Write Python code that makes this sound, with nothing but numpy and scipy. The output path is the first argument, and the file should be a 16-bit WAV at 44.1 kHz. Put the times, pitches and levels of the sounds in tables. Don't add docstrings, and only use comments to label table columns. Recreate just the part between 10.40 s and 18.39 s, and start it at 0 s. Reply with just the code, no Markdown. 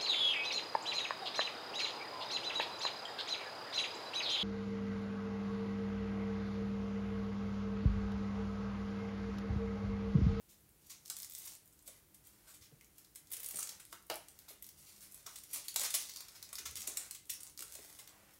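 import sys
import numpy as np
from scipy import signal
from scipy.fft import rfft, irfft
from scipy.io import wavfile
from scipy.ndimage import uniform_filter1d

SR = 44100
rng = np.random.default_rng(int(sys.argv[2]) if len(sys.argv) > 2 else 0)


def voltage_ratio(level):
    return 10 ** (np.asarray(level, float) / 20)


def store_wav(level_fs):
    pcm = np.round(np.clip(np.atleast_2d(level_fs), -1, 1) * 32767)
    wavfile.write(sys.argv[1], SR, pcm.T.astype(np.int16))


N = 352359


def rms_one(x):
    return x / np.sqrt(np.mean(x ** 2) + 1e-20)


def at_hz(points, hz):
    table = np.array(points)
    return np.interp(np.log(hz), np.log(table[:, 0]), table[:, 1])


def colour(x, points):
    hz = np.maximum(np.fft.rfftfreq(2048, 1 / SR), 10)
    fold = irfft(np.log(voltage_ratio(np.maximum(at_hz(points, hz), -90))))
    fold[1:1024] *= 2
    fold[1025:] = 0
    return signal.oaconvolve(x, irfft(np.exp(rfft(fold))))[:len(x)]


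def resonance(x, hz, width_hz):
    r = np.exp(-np.pi * width_hz / SR)
    w = 2 * np.pi * min(hz, 18000) / SR
    return signal.lfilter([(1 - r * r) / 2, 0, (r * r - 1) / 2], [1, -2 * r * np.cos(w), r * r], x + 1e-18)


def band(x, low_hz, high_hz):
    return signal.sosfilt(signal.butter(3, [low_hz, high_hz], "band", fs=SR, output="sos"), x + 1e-18)


def hooks(size, per_s, spread_db):
    when, how_big, sign = rng.random((size, 3)).T
    sizes = voltage_ratio(spread_db * np.minimum(-np.log(how_big + 1e-9), 4))
    return (when < per_s / SR) * sizes * np.sign(sign - .5)


def clusters(rows, sharpness, broad_db, level_db, strain_db=-14.5, low_share=0.36):
    lead = 500
    out = np.zeros(N + 6000)
    t = np.arange(1 - lead, 6001 - lead) / SR
    after = np.maximum(t, 0)
    for start_s, db, hz, length_s, *flap_db in rows:
        tau = np.clip(0.47 * (length_s - .001), 1.2e-4, .02)
        strain = voltage_ratio(strain_db) * np.exp(-np.abs(t) / 0.002) * min(length_s / 0.024, 1)
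        rise = 1 - np.exp(-after / (0.54 * tau))
        fade = np.exp(-after / (1.61 * tau))
        grains = hooks(size=len(t), per_s=16000, spread_db=3.2) * (.5 * rise * fade + strain)
        grains[lead + 2] += 1.53 / 2

        burst = rfft(grains)
        ripple = uniform_filter1d(np.abs(burst) ** 2, size=45, mode="mirror") + 1e-12
        even = irfft(burst / ripple ** .27)
        even[len(t) // 2:] = 0

        rung = resonance(even, hz, hz / sharpness) + voltage_ratio(broad_db) * even
        no_lows = signal.butter(3, min(low_share * hz, 12000), "high", fs=SR)
        rung = rms_one(signal.lfilter(*no_lows, rung))
        for share_db in flap_db:
            rung += voltage_ratio(share_db + 0.5) * rms_one(band(even, 1150, 3710))
        at = round(start_s * SR) - lead
        out[at:at + len(t)] += voltage_ratio(db + level_db) * rung * np.sqrt(max(length_s, .001) * SR / len(t))
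    return out[:N]


# start_s, level_db (peak), pitch_hz, length_s
TOP_STRAP = [(.4685, -47, 13100, 0.0022), (.4983, -42.5, 6560, 0.024), (.6586, -36.5, 6600, 0.0016),
             (.6787, -42, 7540, 0.0038), (.6998, -26, 7300, 0.0029), (.7602, -45, 10100, .0034),
             (.9502, -30, 8250, 0.0018), (1.0522, -42, 11300, 0.015), (1.0733, -40, 6760, 0.01),
             (1.152, -38, 7600, 0.0012), (1.2771, -45.5, 10900, 0.00087), (1.3917, -47, 8100, 0.0011),
             (1.476, -39.5, 9250, 0.0075), (1.7437, -48, 10100, 0.007), (1.87, -45, 13400, 0.0039),
             (2.1401, -49.5, 8740, 0.018), (2.2124, -56, 5600, 0.068), (2.2449, -73, 5400, 0.032)]
LOW_STRAP_OPENED = [(2.4106, -44, 2010, 0.0018), (2.4454, -46, 6600, .0011), (2.5814, -46, 12300, 0.0051),
                    (2.6465, -48, 4000, 0.0038), (2.7506, -47, 9000, 0.0027), (2.757, -38.5, 10200, 0.0058),
                    (2.8717, -46, 8350, 0.0011), (2.916, -33, 14800, 0.0057), (2.9037, -47, 13100, 0.005),
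                    (2.9329, -33, 9500, 0.0075), (3.189, -41, 9900, 0.0011), (3.206, -29, 9000, 0.0021),
                    (3.2261, -32.5, 7500, 0.0039), (3.2724, -35, 7550, 0.0031),
                    (3.2909, -32.5, 6260, 0.0045), (3.3975, -44.5, 8750, 0.0098),
                    (3.4523, -37, 9200, .00073), (3.527, -35.5, 3700, 0.0038),
                    (3.6996, -26.5, 4280, 0.0029), (3.7567, -30.5, 10800, 0.0014),
                    (3.885, -38.5, 8550, 0.0021), (3.9899, -36, 10100, 0.001), (4.0833, -44.5, 4430, 0.011),
                    (4.089, -47, 11800, 0.027), (4.7461, -58, 10700, 0.012)]
LOW_STRAP_SHUT = [(4.8637, -40.5, 6760, 0.0094), (4.9576, -38, 8000, 0.0063), (4.987, -38, 9900, 0.002),
                  (5.036, -40.5, 9600, 0.0042), (5.112, -40, 11500, 0.0021), (5.1323, -36, 11000, 0.016),
                  (5.2434, -46, 9700, 0.022), (5.2824, -32.5, 10200, 0.0059), (5.3426, -34, 11400, 0.0024),
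                  (5.3606, -18, 7400, 0.0033), (5.4348, -26, 9400, 0.0046), (5.4434, -29.5, 5760, 0.017),
                  (5.504, -29, 8500, 0.0053), (5.5394, -24, 6940, 0.0099), (5.546, -31, 8700, 0.014),
                  (5.6945, -35.5, 5100, 0.0049), (5.7373, -37, 4300, 0.002), (5.7603, -34, 5800, 0.0036),
                  (5.7706, -34, 4500, 0.0027), (5.8052, -33.5, 3630, 0.0043), (5.8823, -44.5, 5060, 0.009),
                  (5.9512, -48, 5470, 0.022)]
FRONT_STRAP = [(6.0269, -32, 4960, 0.0026), (6.089, -45.5, 6740, 0.0049), (6.1288, -34.5, 9600, 0.0057),
               (6.1546, -29, 4670, 0.0022), (6.183, -34, 6000, 0.0096), (6.2549, -35.5, 6200, 0.016),
               (6.3108, -36.5, 9200, 0.0018), (6.3558, -30.5, 8200, 0.0027), (6.366, -37, 7500, 0.013),
               (6.405, -35, 7800, 0.0042), (6.4176, -34, 7240, 0.0034), (6.4711, -35.5, 8000, 0.0057),
               (6.4746, -25, 8500, 0.0031), (6.57, -32, 8100, 0.0049), (6.572, -30, 10700, 0.004),
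               (6.71, -29, 8800, 0.0023), (6.747, -39.5, 7400, 0.0084), (6.854, -51, 9100, 0.0033),
               (6.8954, -33.5, 7400, 0.0074), (6.9014, -28, 10500, 0.0027), (6.936, -36.5, 10400, 0.0034),
               (7.005, -39, 9100, 0.0019), (7.033, -30, 9500, 0.00015), (7.0675, -40.5, 7750, 0.0021),
               (7.281, -40, 8050, .0007), (7.2987, -54, 8500, 0.0017), (7.4214, -49, 10200, 0.0018),
               (7.0976, -43, 9000, 0.0019), (7.4603, -45, 8300, 0.001), (7.589, -43, 8250, 0.011),
               (7.6754, -38, 3350, 0.0023)]
# start_s, level_db (peak), pitch_hz, length_s
PEELED = [(0.767, -31, 7300.0, 0.0022), (0.787, -34, 13200.0, 0.0018), (0.801, -34.5, 7400, 0.0023),
          (0.821, -34.5, 12800.0, 0.0025), (0.8309, -30, 5400, 0.0014), (0.846, -33.5, 8000.0, 0.0017),
          (0.897, -37, 13800.0, 0.0025), (0.91, -41, 8100.0, 0.0022), (0.9217, -38.5, 7900.0, 0.0023),
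          (0.936, -37, 15000.0, 0.002), (2.967, -34.0, 9600, 0.0037), (2.998, -36.0, 13500.0, 0.0025),
          (3.002, -34.0, 12400.0, 0.0025), (3.031, -35, 12700.0, 0.0061), (3.044, -32, 11000.0, 0.0014),
          (3.046, -34, 9600, 0.0021), (3.062, -35.5, 9800, 0.0031), (3.0871, -30.0, 12600, 0.0029),
          (3.1088, -31.5, 10900.0, 0.0031), (3.112, -36, 8200.0, 0.0023), (3.144, -38, 9200.0, 0.005),
          (3.158, -35, 9000.0, 0.0033), (3.16, -41, 9700.0, 0.0029), (3.171, -29.5, 9900.0, 0.0021),
          (3.181, -41, 9500, 0.0029), (4.224, -35, 13400, 0.003), (4.243, -43, 6000.0, 0.0031),
          (4.266, -39, 11800.0, 0.0019), (4.289, -44.5, 6000.0, 0.0029), (4.29, -40, 13500.0, 0.0025),
          (5.3956, -22.5, 7500, 0.0022), (5.4053, -30, 7100, 0.007), (5.4123, -30, 7950, 0.0095),
          (5.463, -29, 5900.0, 0.0035), (7.176, -33.0, 4700.0, 0.002), (7.192, -32, 7700.0, 0.0023),
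          (7.2065, -31, 7800.0, 0.0018), (7.2228, -34.5, 8040, 0.0028), (7.2255, -34.0, 11900.0, 0.0027),
          (7.3225, -36.5, 7500.0, 0.0024), (7.333, -44, 13300.0, 0.0027), (7.3399, -41, 8100.0, 0.0027),
          (7.3526, -33.5, 7700.0, 0.0025)]
FLAP_DB = [
    -14.5,
    -11.5,
    -11,
    -10.5,
    -12,
]


def strap_bursts():
    straps = TOP_STRAP, LOW_STRAP_OPENED, LOW_STRAP_SHUT, FRONT_STRAP, PEELED
    rows = []
    for strap, strap_flap_db in zip(straps, FLAP_DB):
        for start_s, db, hz, length_s in strap:
            octaves_up = max(np.log2(hz / 8000), -.5)
            doublings = np.log2(length_s / 0.0042)
            rows.append((start_s, db, hz, length_s, strap_flap_db - 4.5 * octaves_up + 2 * doublings))
    return clusters(rows, sharpness=2.8, broad_db=-3.5, level_db=-6.5, low_share=0.51)


# start_s, level_db (peak), pitch_hz
TICKS = [(0.2081, -57.0, 12700.0), (0.2913, -52, 11400.0), (0.6531, -47, 5900.0), (0.6714, -46.0, 12300.0),
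         (0.9859, -33, 13800.0), (1.0023, -44, 8260), (1.0589, -40, 11900.0), (1.0789, -46, 7400.0),
         (1.2582, -48, 12000.0), (1.3262, -52, 8000.0), (1.3335, -53, 10900.0), (1.4251, -50, 10000.0),
         (2.9241, -30, 9400.0), (2.9298, -33, 10900), (2.9348, -32.0, 11600.0), (3.1928, -28, 6200),
         (3.2295, -25, 7800), (3.5116, -50, 9900.0), (3.5232, -45.0, 14600.0), (3.6249, -50, 10400.0),
         (3.665, -52.0, 14600.0), (3.6681, -49.0, 10200.0), (3.6804, -54.0, 12100.0),
         (3.7413, -35, 10900.0), (4.0896, -52, 12100.0), (4.7221, -40.5, 10000), (4.7446, -36, 10300.0),
         (5.1334, -32, 9600.0), (5.1399, -30.0, 8900.0), (5.1518, -46, 8700.0), (5.1704, -45, 8800.0),
         (5.7187, -45, 5900.0), (5.7606, -47, 5900.0), (5.8842, -46, 5300.0), (6.1594, -39, 12100.0),
         (6.3639, -37, 5600.0), (6.3658, -34.0, 9430), (6.3727, -32.5, 6300), (6.38, -42, 9900.0),
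         (6.4002, -37, 11900), (6.4272, -36.5, 5500), (6.4973, -37, 7100.0), (6.5185, -36, 6800.0),
         (6.5381, -45, 8700.0), (6.5723, -22.5, 8400.0), (6.611, -46, 8300.0), (6.8694, -53, 10500.0),
         (6.8728, -52.0, 12300.0), (6.9039, -26.5, 10800), (7.0085, -36.5, 9000.0), (7.0737, -40.5, 7300.0),
         (7.2551, -44, 15000.0), (7.3119, -48, 4000.0), (7.5923, -45, 9700), (7.6931, -44.5, 7900.0)]


def lone_hooks():
    tick_s = 0.0018
    rows = [(start_s, db, hz, tick_s) for start_s, db, hz in TICKS]
    return clusters(rows, sharpness=3.5, broad_db=-14, level_db=-7.0, low_share=0.57)


# start_s, level_db (peak), pitch_hz, length_s
TWANGS = [(.699, -40, 7600, 0.0084), (3.0605, -31, 10000, .005), (3.157, -32.5, 8700, 0.0085),
          (3.187, -29.5, 9600, 0.0071), (4.863, -39, 5760, 0.0063), (5.131, -32, 9900, 0.0089),
          (5.2826, -30.5, 4340, 0.0026), (5.2828, -33, 6940, 0.0027), (5.547, -24.5, 10300, 0.0086),
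          (5.548, -29, 5600, 0.0096), (6.256, -38, 6300, 0.0071), (6.474, -37, 9600, 0.0043),
          (6.478, -38, 7040, 0.0094), (6.571, -30.5, 7860, 0.0066), (6.898, -34, 5600, .006),
          (6.899, -38, 3200, 0.0045), (6.905, -48.5, 5400, 0.05)]


def twangs():
    return clusters(TWANGS, sharpness=11.0, broad_db=-14.5, level_db=-7.0, low_share=0.65)


# start_s, held_s, level_db (rasp), brightest_hz, case_db (share of the case)
RUBS = [(.12, 0.01, -55, 8000, -26), (.45, 0.084, -47.5, 6300, -36), (.97, 0.15, -37, 9300, -35.5),
        (1.5, 0.071, -49.5, 9150, -22.5), (1.87, .28, -54, 7500, -21.5), (2.35, 0.029, -62, 8600, -21),
        (2.58, 0.02, -48.5, 8900, -29), (2.92, .42, -41.5, 8800, -24), (3.52, 0.015, -46, 6200, -32),
        (3.73, 0.028, -55.5, 4660, 6), (3.8, .3, -56, 7900, -20), (4.13, 0.0081, -55, 5800, -23),
        (4.4, .4, -46, 9500, -30.5), (4.9, 0.067, -40, 8000, -30), (5.155, 0.0069, -26, 7500, -32.5),
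        (5.42, 0.035, -36, 6800, -13.5), (5.555, 0.061, -28.5, 6400, -34), (5.64, 0.076, -37.5, 5300, -36),
        (5.76, 0.087, -48.5, 5900, -19), (5.93, .37, -54, 6100, -16.5), (6.43, 0.23, -40, 8300, -22.5),
        (6.95, 0.13, -50, 8700, -21.5), (7.3, .3, -42.5, 8600, -26.5), (7.66, 0.27, -55, 7300, -11.5)]
# time_s, level_db (rasp)
REST = [
    (0, -80),
    (.3, -86),
    (.7, -48.5),
    (1.3, -67),
    (2.4, -71),
    (4.2, -57),
    (6, -48),
    (6.83, -109),
    (7.99, -53),
]


def rubbing():
    t = np.arange(0, N + 64, 64) / SR
    start_s, held_s, db, hz, case_db = np.array(RUBS).T[:, :, None]
    rise_db = 280 * np.maximum(start_s - t, 0)
    fall_db = 265 * np.maximum(t - start_s - held_s, 0)
    rest = voltage_ratio(np.interp(t, *np.transpose(REST))) ** 2 / len(RUBS)
    power = voltage_ratio(db - rise_db - fall_db) ** 2 + rest
    total = power.sum(axis=0)
    brightest_hz = (power * hz).sum(axis=0) / total
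    case_share_db = (power * case_db).sum(axis=0) / total
    curves = 10 * np.log10(total), brightest_hz, case_share_db
    return [np.interp(np.arange(N) / SR, t, curve) for curve in curves]


def rasp():
    db, brightest_hz, case_db = rubbing()
    lumps = uniform_filter1d(hooks(size=N, per_s=180, spread_db=2.0) ** 2, size=70)
    grains = hooks(size=N, per_s=14000, spread_db=2.5) * np.sqrt(1 + 2.5 * rms_one(lumps))
    dealt = rng.integers(0, 8, N)
    out = np.zeros(N)
    for k, hz in enumerate(np.geomspace(2500, 15000, 8)):
        near = voltage_ratio(-6.0 * np.log2(hz / brightest_hz) ** 2)
        out += resonance(grains * near * (dealt == k), hz, 1.1 * hz)
    rub = voltage_ratio(db - 17.5) * rms_one(out)
    drag = voltage_ratio(db + case_db) * rms_one(grains)
    return rub, drag


# start_s, level_db (peak), pitch_hz, length_s
BRUSHES = [
    (0.0875, -63.5, 6500, 0.041),
    (1.46, -57.5, 8800, 0.026),
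    (1.841, -65.5, 8420, 0.047),
    (2.074, -60, 8000, 0.055),
    (4.373, -64, 8800, 0.059),
    (4.462, -60.5, 4480, 0.046),
    (4.608, -57.5, 10000, 0.05),
    (7.935, -63, 12900, 0.013),
]


def brushes():
    return clusters(BRUSHES, sharpness=4.7, broad_db=1, level_db=1.5)


# pitch_hz, level_db
STRAP = [(530, -52), (900, -3), (1460, -11), (2300, -3.5), (3470, -2.5), (5610, -2), (9880, -2),
         (12400, -1), (16000, -12)]
# pitch_hz, width_hz, level_db
FRAME = [
    (2060, 39, -0.5),
    (3230, 42, -15),
    (5600, 150, -15),
]


def strap_on_frame(contacts):
    strap = colour(contacts, STRAP[:-1]) * voltage_ratio(-1)
    return strap + sum(voltage_ratio(db) * resonance(strap, hz, width_hz) for hz, width_hz, db in FRAME)


# pitch_hz, level_db, decay_s (time to fall 60 dB)
CASE = [(418, -9, 0.18), (470, -17, 0.17), (603, -6.5, 0.037), (741, 2, 0.15), (899, -9.5, 0.19),
        (1007, -3, 0.19), (1144, -11, 0.15), (1210, -16, 0.12), (1370, -6, 0.2), (1998, -12, 0.2),
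        (2320, -17, 0.23), (2620, -14, 0.12), (2800, 0, 0.2), (3040, -9, 0.17)]


def case_ring(x):
    out = np.zeros(N)
    for k, (hz, db, decay_s) in enumerate(CASE):
        width_hz = 1.5 / np.clip(0.29 * decay_s, .01, .045)
        out += (-1) ** k * voltage_ratio(db - 3.5) * resonance(x, hz, width_hz) * np.sqrt(100 / width_hz)
    return out


# start_s, level_db (peak), pitch_hz, length_s (contact)
KNOCKS = [(0.701, -54, 1330, 0.0073), (1.066, -60, 970, 0.005), (1.476, -61.5, 497, 0.016),
          (2.072, -66.5, 1370, 0.034), (2.314, -62, 300, 0.0027), (2.914, -58, 2320, 0.0021),
          (3.142, -51, 440, 0.0039), (3.189, -44, 1320, 0.00098), (3.226, -44, 1360, 0.0011),
          (3.291, -53, 2100, 0.00086), (3.397, -61, 1560, 0.0091), (3.527, -44, 1320, 0.0025),
          (3.527, -49.5, 730, 0.0036), (3.6995, -31.5, 690, 0.0021), (3.6998, -49, 1350, 0.0026),
          (3.7055, -36.5, 740, 0.0019), (3.7125, -38, 650, 0.0021), (3.7005, -41, 2800, 0.0041),
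          (4.08, -60, 910, 0.0052), (4.105, -55.5, 450, 0.008), (4.863, -50.5, 1050, 0.0053),
          (4.872, -52, 1150, 0.0075), (5.167, -57.5, 570, 0.0037), (5.36, -37, 800, 0.0013),
          (5.541, -48.5, 736, 0.0082), (4.62, -69, 1960, 0.038), (7.2, -57, 378, 0.01),
          (.505, -69, 1040, 0.012), (6.128, -49.5, 1130, 0.0026), (6.182, -48.5, 1695, 0.0032),
          (6.258, -47, 1460, 0.0032), (6.474, -54, 624, 0.0041), (6.571, -46, 2320, 0.0014),
          (6.898, -48, 2500, 0.0023), (7.191, -51, 1450, 0.0019), (7.224, -48, 1500, 0.0019),
          (7.355, -51.5, 610, 0.0011), (7.389, -47, 384, 0.0016), (7.589, -59.5, 910, 0.0081)]


def plastic_case(drag):
    knocks = band(clusters(KNOCKS, sharpness=2.9, broad_db=-15, level_db=1.0), 200, 3700)
    ring = case_ring(knocks + voltage_ratio(2.5) * band(drag, 1170, 6000))
    return voltage_ratio(-2.0) * knocks + ring + voltage_ratio(6.0) * band(drag, 325, 2300)


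# start_s, level_db (peak), pitch_hz, length_s (contact)
BUMPS = [(2.186, -64.5, 90.5, 0.038), (2.319, -56, 143.5, 0.011), (3.138, -60, 180, 0.012),
         (3.704, -46, 343, 0.0091), (6.195, -63, 370, 0.0086), (6.478, -55, 350, 0.0081),
         (6.24, -61.5, 69.5, 0.049), (6.35, -58, 75, 0.035), (7.385, -74, 326, 0.01),
         (3.528, -66, 396, 0.01), (5.757, -81, 198, 0.041), (6.315, -56.5, 75.5, 0.017),
         (6.719, -89, 80.7, 0.038)]


def frame_bumps():
    return band(clusters(BUMPS, sharpness=4.5, broad_db=-19.0, level_db=4.5), 30, 470)


# pitch_hz, decay_s (time to fall 60 dB)
ROOM = [(300, 0.28), (1000, 0.32), (3000, 0.36), (8000, 0.29), (15000, 0.17)]
# delay_s, level_db
ECHOES = [
    (.0064, -45),
    (0.011, -63),
    (0.019, -35),
]


def answer():
    t = np.arange(SR * 2 // 5) / SR
    edges_hz = np.geomspace(60, 18000, 13)
    tail = np.zeros(len(t))
    for low, high in zip(edges_hz, edges_hz[1:]):
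        sos = signal.butter(2, [low, high], "band", fs=SR, output="sos")
        noise = signal.sosfilt(sos, rng.standard_normal(len(t)))
        tail += noise * voltage_ratio(-60 * t / at_hz(ROOM, np.sqrt(low * high)))
    crowding = 1 + voltage_ratio(-1.5) * np.exp(-t / 0.002)
    tail *= (1 - np.exp(-t / 0.0004)) * crowding
    tail *= voltage_ratio(-0.5) / np.sqrt(np.sum(tail ** 2))
    for (delay_s, db), shift in zip(ECHOES, rng.uniform(1.0, 1.03, len(ECHOES))):
        tail[round(delay_s * shift * SR)] -= voltage_ratio(db)
    return tail


def room(x, count=6):
    turn = np.arange(N) / SR / .11
    out = x.copy()
    for k in range(count):
        distance = np.abs((turn - k + count / 2) % count - count / 2)
        share = np.clip(1 - distance, 0, 1)
        out += signal.oaconvolve(x * np.sqrt(share), answer())[:N]
    return out


# pitch_hz, level_db
HISS = [(15, -27), (25, -17), (64, -3), (206, -10.5), (229, -14), (301, -13), (326, -10.5), (545, -18),
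        (1040, -22), (1230, -22), (5570, -25.5), (12200, -19.5), (16000, -21.5)]
# pitch_hz, level_db (rms)
HUM = [
    (50, -83.5),
    (101, -88.5),
    (150, -84.5),
    (202, -83.5),
    (301, -83),
]


def background():
    out = voltage_ratio(-67.5) * rms_one(colour(rng.standard_normal(N), HISS))
    for hz, db in HUM:
        wavering = resonance(resonance(rng.standard_normal(N), hz, 9.0), hz, 9.1)
        out += voltage_ratio(db) * rms_one(wavering)
    return out


def scene():
    rub, drag = rasp()
    snaps = strap_bursts() + lone_hooks() + twangs()
    strap = strap_on_frame(snaps + brushes() + rub)
    hands_at_work = strap + plastic_case(drag) + frame_bumps()
    return (room(hands_at_work) + background())[None]


def low_pass(x):
    return signal.sosfilt(signal.butter(12, 16640, fs=SR, output="sos"), x)


def record(dry):
    top = signal.ellip(10, .5, 50, 15780, fs=SR, output="sos")
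    mix = signal.sosfilt(top, dry)
    return low_pass(mix)


dry = scene()
out = record(dry)
store_wav(out)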